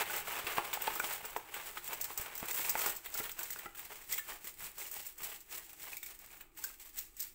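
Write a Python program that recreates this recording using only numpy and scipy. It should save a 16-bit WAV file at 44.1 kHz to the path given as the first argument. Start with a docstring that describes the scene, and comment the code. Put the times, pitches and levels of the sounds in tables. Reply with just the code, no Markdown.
"""Bright crinkling, sharp snaps and dull pops, push by push: hands roll stiff film-covered canvas into a tube.
Film is dense random grains, clicks and ringing ticks; cloth is duller grains, part of them ringing in the tube.
Snaps are banded noise bursts; pops are kicked panel modes that also excite the air column of the roll.
Below lie thuds and rumble of the table, small-room reflections and a steady low room tone.
A close small microphone adds two treble resonances and cuts the top."""
import sys
import numpy as np
from scipy import signal
from scipy.fft import rfft, irfft
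from scipy.io import wavfile
from scipy.ndimage import uniform_filter1d

SR = 44100
rng = np.random.default_rng(int(sys.argv[2]) if len(sys.argv) > 2 else 0)


def unload_wav(signal):
    """Save mono or channel-first audio to the path in sys.argv[1] as 16-bit WAV at rate SR, clipped to [-1, 1]."""
    wavfile.write(
        sys.argv[1],
        SR,
        np.round(np.clip(np.atleast_2d(signal).T, -1, 1) * 32767).astype(np.int16),
    )


N = 323694
MIC_LIFT_DB = 7.5  # added to the treble by the mic; taken off at the source


def from_db(db):
    """dB to amplitude gain."""
    return 10 ** (np.asarray(db) / 20)


def rms_one(x):
    """Scale to rms 1."""
    return x / np.sqrt(np.mean(x ** 2) + 1e-20)


def drift(rate_hz):
    """Slow random curve, rms 1: noise twice through a one-pole low-pass."""
    r = np.exp(-2 * np.pi * rate_hz / SR)
    noise = rng.standard_normal(N + SR)
    return rms_one(signal.lfilter([1], [1, -2 * r, r * r], noise)[SR:])


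def colour(x, spectrum, size=4096):
    """Minimum-phase filter with the given spectrum, via the folded cepstrum."""
    hz, level_db = np.transpose(spectrum)
    bins_hz = np.fft.rfftfreq(size, 1 / SR)
    gain_db = np.interp(np.log(bins_hz + 1), np.log(hz), level_db)
    cepstrum = irfft(np.log(from_db(gain_db)))
    cepstrum[1:size // 2] *= 2
    cepstrum[size // 2 + 1:] = 0
    impulse = irfft(np.exp(rfft(cepstrum)))
    return signal.fftconvolve(x, impulse)[:N]


def ring(clicks, hz, t60_s):
    """Two-pole resonator: a unit click starts a decaying sine of height 1; t60 at least 3 ms."""
    r = from_db(-60 / (max(t60_s, 0.003) * SR))
    w = 2 * np.pi * hz / SR
    return signal.lfilter([0, np.sin(w)], [1, -2 * r * np.cos(w), r * r], clicks + 1e-18)


def grains(per_s, spread_db):
    """Tiny creases flip at random, either sign, a few much larger than the rest; rms 1."""
    sizes = from_db(spread_db * np.minimum(rng.exponential(1, N), 5)) * rng.choice([-1, 1], N)
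    born = rng.random(N) < per_s / SR
    return rms_one(sizes * born)


# Finger pushes on the roll: [full force t/s, held/s, film level/dB, cloth level/dB re film]
PUSHES = [(0, 0, -39, 2.5), (0.109, 0.069, -42, 2), (0.282, 0.037, -44, 4), (0.349, 0.039, -47.5, 8),
          (0.471, 0.11, -47, 6.5), (0.652, 0.031, -47.5, 5.5), (0.74, 0.025, -47.5, 0.5),
          (0.819, 0.076, -46.5, 3.5), (0.94, 0.026, -45.5, 2.5), (1.042, 0.095, -41, -1),
          (1.24, 0.094, -53, 0.5), (1.35, 0.21, -60.5, 5), (1.542, 0.044, -49, 4.5),
          (1.64, 0.048, -47, -4.5), (1.77, 0.0048, -47.5, -6), (1.84, 0.08, -49, -5.5),
          (1.921, 0.018, -46.5, 3.5), (2.02, 0.092, -48, -3), (2.19, 0.03, -46.5, -0.5),
          (2.26, 0.0095, -51.5, 9), (2.36, 0.15, -48.5, -2), (2.49, 0.072, -44, -2.5),
          (2.59, 0.048, -37, -10.5), (2.692, 0, -38.5, 0.5), (2.782, 0.099, -37.5, -4.5),
          (3.05, 0.018, -50, -3), (3.162, 0.022, -39, -6.5), (3.24, 0.038, -47, -4.5),
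          (3.4, 0.032, -43.5, -6), (3.51, 0.0092, -42.5, -14), (3.58, 0.076, -55, 1.5),
          (3.769, 0.085, -50, -6), (3.91, 0.036, -51, -1.5), (3.97, 0.046, -51, -11),
          (4.12, 0.012, -37, -15.5), (4.289, 0.018, -44, -5.5), (4.451, 0.024, -45, -12),
          (4.612, 0.033, -43, -8.5), (4.792, 0.063, -44, -10), (4.93, 0.078, -45.5, -10),
          (5.06, 0.019, -49, -14.5), (5.222, 0.04, -43, -6.5), (5.32, 0.029, -48, -11),
          (5.518, 0.046, -44, -10), (5.65, 0.088, -54.5, -11), (5.8, 0.08, -49, -8),
          (5.92, 0.0067, -48.5, -9), (6.05, 0.0, -50, -26), (6.08, 0.034, -50, -9.5),
          (6.21, 0.049, -55.5, -5.5), (6.32, 0.046, -55, -5.5), (6.39, 0.036, -66.5, 1.5),
          (6.59, 0.1, -49, -13), (6.8, 0.073, -52.5, -15), (6.98, 0, -42, -16), (7.198, 0.039, -46.5, -20)]


def pushes():
    """Film and cloth gains: pushes swell fast, hold, fade more slowly; overlapping powers add."""
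    swell_db_per_s, fade_db_per_s = 409, 192
    t = np.arange(0, N + 64, 64) / SR
    power = 0
    for s, held_s, film_db, cloth_db in PUSHES:
        swell_db = -swell_db_per_s * np.maximum(s - t, 0)
        fade_db = -fade_db_per_s * np.maximum(t - s - held_s, 0)
        level_db = film_db + np.array([[0], [cloth_db]]) + swell_db + fade_db
        power = power + from_db(level_db) ** 2
    return [np.interp(np.arange(N) / SR, t, np.sqrt(p)) for p in power]


def slips(per_s, spread_db, t60_s):
    """Stick-slip loudness: uneven slips die away over steady creep; local rms held near 1."""
    sizes = from_db(spread_db * np.minimum(rng.exponential(1, N), 4))
    born = rng.random(N) < per_s / SR
    decay = from_db(-60 / (t60_s * SR))
    fading = 0.5 + rms_one(signal.lfilter([1], [1, -decay], sizes * born))
    return fading / np.sqrt(uniform_filter1d(fading ** 2, size=4000))


def ticks(per_s, spread_db, cycles, count=20):
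    """Small facets pop, each ringing briefly at one of 20 pitches, dealt at random."""
    flips = grains(per_s, spread_db)
    dealt = rng.integers(0, count, N)
    out = 0
    for k, hz in enumerate(np.geomspace(900, 15000, count)):
        out = out + ring(flips * (dealt == k), hz, cycles / hz) * np.sqrt(hz)
    return out


# Film spectrum at the source: [f/Hz, level/dB per Hz]
FILM_SPECTRUM = [(300, -54), (1000, -17.5), (2000, 2.5), (3000, -1.5), (4500, -3.5), (7000, -5),
                 (11000, -9.5), (16500, -8)]


def film(gain, slip):
    """Plastic crinkle: slip-driven dense grains, coloured ticks and lone sharp clicks."""
    dense = rms_one(slip * grains(12000, 1.1))
    coloured = rms_one(ticks(460, 0.82, 19.0))
    lone = rms_one(np.diff(grains(300, 4.0), prepend=0))
    bed = dense + 0.25 * coloured + 0.55 * lone
    return gain * from_db(-MIC_LIFT_DB) * rms_one(colour(bed, FILM_SPECTRUM))


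# Air-column modes of the roll: [f/Hz, level/dB, t60/s]
TUBE_MODES = [(344.4, -6, 0.2), (424, 0.5, 0.055), (687, -26, 0.011), (812.4, 1, 0.066), (1294, 1, 0.023),
              (1390, -6, 0.12), (1636, -11, 0.051), (2000, 4.5, 0.029)]


def tube(x):
    """Air column of the roll: parallel modes of alternating sign."""
    out = 0
    for k, (hz, db, t60_s) in enumerate(TUBE_MODES):
        out = out + (-1) ** k * from_db(db) * ring(x, hz, t60_s)
    return out


# Cloth spectrum at the source: [f/Hz, level/dB per Hz]
CLOTH_SPECTRUM = [(100, -18.5), (270, -9.5), (340, -8.5), (700, 3.5), (1000, 2), (2000, 2.5), (2900, -0.5),
                  (4000, -10), (8000, -21.5)]


def cloth(gain, slip):
    """Fibres and coating rub and crease; part of it rings in the tube."""
    rub = slip ** 0.38 * grains(4000, 2.65) * from_db(2.76 * drift(27.0))
    direct = rms_one(colour(rub, CLOTH_SPECTRUM))
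    return gain * rms_one(direct + 0.28 * rms_one(tube(rub)))


# Film creases snapping over: [t/s, nominal peak level/dB, low-band level/dB re peak]
SNAPS = [(0.0575, -31, 5), (0.1626, -20.5, -13), (0.388, -26, -18), (0.4687, -23.5, 7.5), (0.73, -25, 8),
         (0.736, -19.5, -36), (0.8196, -20, -6), (0.8705, -23.5, 7), (0.9183, -31, -15), (0.9533, -23, -34),
         (0.996, -21, -19), (1.0429, -40, 19), (1.1095, -33.5, 12.5), (1.2514, -24, -16),
         (1.3653, -25.5, -27), (1.5407, -24, 0.5), (1.7762, -30, 7.5), (1.843, -29, -19),
         (1.8774, -22.5, -6), (1.931, -24, -26), (2.012, -19, -39), (2.0418, -19, -35), (2.127, -31, -12),
         (2.176, -17, -16), (2.211, -22.5, -10), (2.353, -27, -28), (2.378, -23, -8), (2.3986, -29, -6),
         (2.4566, -28, -12), (2.4842, -26, 0), (2.51, -18, -25), (2.543, -19, -7), (2.575, -21, -2),
         (2.606, -21, 2), (2.6753, -29, -15), (2.6943, -13, -27), (2.7008, -15, -7), (2.7764, -22.5, -14),
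         (2.7916, -20, -30), (2.818, -37, -27), (2.8602, -15.5, -20), (2.895, -18, -4), (2.9625, -25, -21),
         (3.06, -25.5, 3), (3.1414, -20.5, -34), (3.1758, -21.5, -34), (3.24, -29.5, 5), (3.253, -26, 2),
         (3.2938, -28.5, 3), (3.317, -27, -16), (3.391, -22.5, -38), (3.431, -21.5, -35),
         (3.5042, -22, -46), (3.5884, -26, -18), (3.7485, -34.5, 2), (3.793, -27.5, -0.5),
         (4.0984, -37, -27), (4.124, -16.5, -34), (4.1804, -18, -2), (4.4434, -30, -13), (4.586, -43, 0),
         (4.6314, -33, -20), (4.781, -30, -24), (4.9135, -25, -9), (5.065, -24.5, -9), (5.1808, -29.5, -13),
         (5.2195, -38, -11), (5.243, -23.5, -14), (5.3233, -33.5, 3), (5.405, -34, -28), (5.5024, -41, -23),
         (5.8383, -32, -3), (5.9244, -37, -18), (5.9688, -25, -44), (6.0294, -25.5, -5.5),
         (6.0621, -29, -26), (6.19, -37, -12), (6.4086, -31.5, 0.5), (6.574, -32, -3.5), (6.5915, -37, -29),
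         (6.64, -18, -46), (6.9872, -20, -42), (7.1675, -31.5, -11), (7.196, -30, -29), (7.2025, -19, -20),
         (7.221, -26, -30), (7.228, -26, -28)]


def snaps(size=4410):
    """A crease snaps over: sharp crack, then dying micro-cracks, in three noise bands."""
    t60_s, rise_s, crack_tau_s = 0.068, 0.00078, 0.00023
    top_db, crest_db = -1, 12  # top band re peak; burst peak over its rms
    t = np.arange(size) / SR
    shape = from_db(-60 * t / t60_s) * np.minimum(t / rise_s, 1) + 2.3 * np.exp(-t / crack_tau_s)
    parts = np.zeros((3, N + size))
    for s, db, low_db in SNAPS:
        crack = rng.standard_normal(size) * from_db(4.0 * rng.standard_normal(size))
        band_db = db + np.array([[low_db + MIC_LIFT_DB], [0], [top_db]])
        at = round(s * SR)
        parts[:, at:at + size] += from_db(band_db) * shape * crack
    edges_hz = [1300, 4000, 10500, 19000]
    out = 0
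    for low_hz, high_hz, part in zip(edges_hz, edges_hz[1:], parts):
        band = signal.butter(2, [low_hz, high_hz], "band", fs=SR, output="sos")
        out = out + signal.sosfilt(band, part[:N])
    return from_db(-MIC_LIFT_DB - crest_db) * out


# Cloth panels buckling: [t/s, nominal peak level/dB, panel f/Hz, t60/s]
POPS = [(0.097, -34.5, 1480, 0.075), (0.272, -35.5, 1330, 0.034), (0.467, -30.5, 2650, 0.024),
        (0.582, -18.5, 1070, 0.018), (0.73, -32, 920, 0.043), (0.772, -30, 850, 0.038),
        (0.877, -23.5, 867, 0.027), (0.959, -30, 1220, 0.0059), (0.999, -23.5, 1450, 0.045),
        (1.039, -34, 830, 0.029), (1.246, -40.5, 655, 0.012), (1.363, -22.5, 940, 0.012),
        (1.772, -30.5, 1380, 0.011), (1.892, -37, 740, 0.019), (1.922, -49, 1130, 0.016),
        (2.083, -43.5, 865, 0.043), (2.104, -34.5, 1090, 0.016), (2.176, -35.5, 1210, 0.012),
        (2.428, -27, 840, 0.013), (2.511, -29.5, 2270, 0.021), (2.594, -26, 820, 0.0067),
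        (2.647, -33, 2520, 0.032), (2.753, -20, 855, 0.015), (2.817, -47, 1240, 0.026),
        (2.861, -23, 1470, 0.0043), (3.152, -36, 1390, 0.018), (3.201, -25, 350, 0.0054),
        (3.39, -33, 1560, 0.02), (3.502, -37.5, 2020, 0.017), (3.56, -35, 1500, 0.013),
        (3.593, -34, 1960, 0.019), (3.658, -25, 340, 0.0051), (3.914, -58, 860, 0.025),
        (4.132, -34.5, 2034, 0.06), (4.177, -38.5, 2164, 0.09), (4.19, -37, 1760, 0.063),
        (4.32, -34, 1900, 0.014), (4.444, -43, 2040, 0.007), (4.675, -47, 900, 0.015),
        (4.815, -37, 2220, 0.012), (4.855, -41, 2800, 0.011), (4.964, -42, 830, 0.025),
        (5.201, -50, 1220, 0.053), (5.318, -35.5, 2070, 0.028), (5.525, -50, 2500, 0.035),
        (5.931, -38.5, 2500, 0.022), (5.969, -44, 2300, 0.025), (6.029, -39.5, 2250, 0.057),
        (6.064, -46.5, 2260, 0.036), (6.304, -48.5, 2540, 0.018), (6.406, -47, 1660, 0.011),
        (6.588, -49, 870, 0.061), (6.642, -36.5, 1574, 0.034), (6.7, -45, 1320, 0.03)]
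# Panel modes: [multiple of panel f, level/dB]
PANEL_MODES = [(1.001, 0.5), (1.62, -8.5), (2.3, -20)]


def pops(size=6000):
    """A cloth panel flips with a stutter: rings at its modes, knocks and sets off the tube."""
    knock_db, knock_loss_db_per_s = 0.5, 215  # longer-ringing panels knock less
    t = np.arange(size) / SR
    panel, kicks = np.zeros(N + size), np.zeros(N + size)
    for s, db, hz, t60_s in POPS:
        kick = 0.07 * rng.standard_normal(size) * np.exp(-t / 0.004)  # stutter
        kick[40] = 1  # main flip
        at = round(s * SR)
        for times, mode_db in PANEL_MODES:
            panel[at:at + size] += from_db(db + mode_db) * ring(kick, hz * times, t60_s / times)
        kicks[at:at + size] += from_db(db + knock_db - knock_loss_db_per_s * t60_s) * kick
    panel, kicks = panel[:N], kicks[:N]
    soft = signal.lfilter([0.3], [1, -0.7], kicks)
    knocks = 0.24 * ring(soft, 840, 0.011) + 0.39 * ring(kicks, 2350, 0.0073)
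    mix = panel + knocks + from_db(-14) * tube(soft)
    # a small panel pushes no deep bass into the air
    return 0.75 * signal.sosfilt(signal.butter(1, 220, "high", fs=SR, output="sos"), mix)


# Roll bumping table or hand: [t/s, level/dB, f/Hz]
BUMPS = [(0.444, -36.5, 78.5), (0.581, -37.5, 173), (1.231, -48, 172), (1.363, -49, 91.5),
         (1.592, -48, 61.9), (2.196, -31.5, 61.4), (2.427, -38, 221), (2.749, -53, 221), (3.196, -57, 212),
         (4.097, -52, 180), (4.443, -50, 213), (5.219, -49, 150)]


def bumps(size=6000):
    """Roll bumps table or hand: short low thuds, each one decaying sine."""
    t60_s = 0.019
    out, click = np.zeros(N + size), np.eye(1, size)[0]
    for s, db, hz in BUMPS:
        at = round(s * SR)
        out[at:at + size] += from_db(db) * ring(click, hz, t60_s)
    return out[:N]


def rumble(gain):
    """Hands and roll shake the table top: drifting 45-180 Hz noise."""
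    low = signal.butter(2, [45, 180], "band", fs=SR, output="sos")
    shake = rng.standard_normal(N) * from_db(2.0 * drift(2.5))
    return gain * rms_one(signal.sosfilt(low, shake))


def room(x, count=8):
    """Diffuse reflections: dying noise tails, crossfaded in turn as the moving roll changes the paths."""
    t60_s, gap_s, wall_cut_hz, step_s = 0.34, 0.004, 15000, 0.12
    t = np.arange(SR // 2) / SR
    tails = rng.standard_normal((count, len(t))) * from_db(-60 * t / t60_s) * (t > gap_s)
    tails = signal.sosfilt(signal.butter(1, wall_cut_hz, fs=SR, output="sos"), tails)
    place = np.arange(N) / SR / step_s % count
    out = 0
    for k, tail in enumerate(tails):
        apart = np.abs((place - k + count / 2) % count - count / 2)
        share = np.cos(np.pi / 2 * np.minimum(apart, 1))  # equal power
        unit_tail = tail / np.sqrt(np.sum(tail ** 2))
        out = out + signal.fftconvolve(share * x, unit_tail)[:N]
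    return out


# Background spectrum: [f/Hz, relative level/dB per Hz]
ROOM_TONE_SPECTRUM = [(12, -47), (20, 9.5), (34, 5), (55, -2), (97, -22.5), (202, -24), (332, -5),
                      (608, -27.5), (841, -15.5), (957, -31), (1210, -15), (1950, -44), (2270, -18.5),
                      (3500, -40), (4550, -59), (7700, -120)]


def room_tone(level_db=-66):
    """Steady low background: coloured noise."""
    return from_db(level_db) * rms_one(colour(rng.standard_normal(N), ROOM_TONE_SPECTRUM))


def scene():
    """Roll, its reflections, table and background."""
    crinkle, rustle = pushes()
    slip = slips(70, 0.57, 0.068) ** 0.8
    roll = film(crinkle, slip) + 0.88 * cloth(rustle, slip) + snaps() + pops()
    # harder handling shakes the table a little more
    table = bumps() + rumble(from_db(-53.5) * rustle ** 0.33)
    reflections = from_db(-11.5) * room(roll)
    return (roll + reflections + table + room_tone())[None]


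# Microphone port resonances: [f/Hz, width/Hz, boost/dB]
MIC_PORT = [(7900, 950, 8.5), (16360, 2010, 19.5)]


def record(dry):
    """Port resonances lift the treble, then a steep low-pass cuts the top."""
    cutoff_hz = 15730
    out = dry
    for hz, width_hz, boost_db in MIC_PORT:
        b, a = signal.iirpeak(hz, hz / width_hz, fs=SR)
        out = out + (from_db(boost_db) - 1) * signal.lfilter(b, a, out)
    return signal.sosfilt(signal.ellip(14, 0.3, 70, cutoff_hz, fs=SR, output="sos"), out)


dry = scene()
out = record(dry)
unload_wav(out)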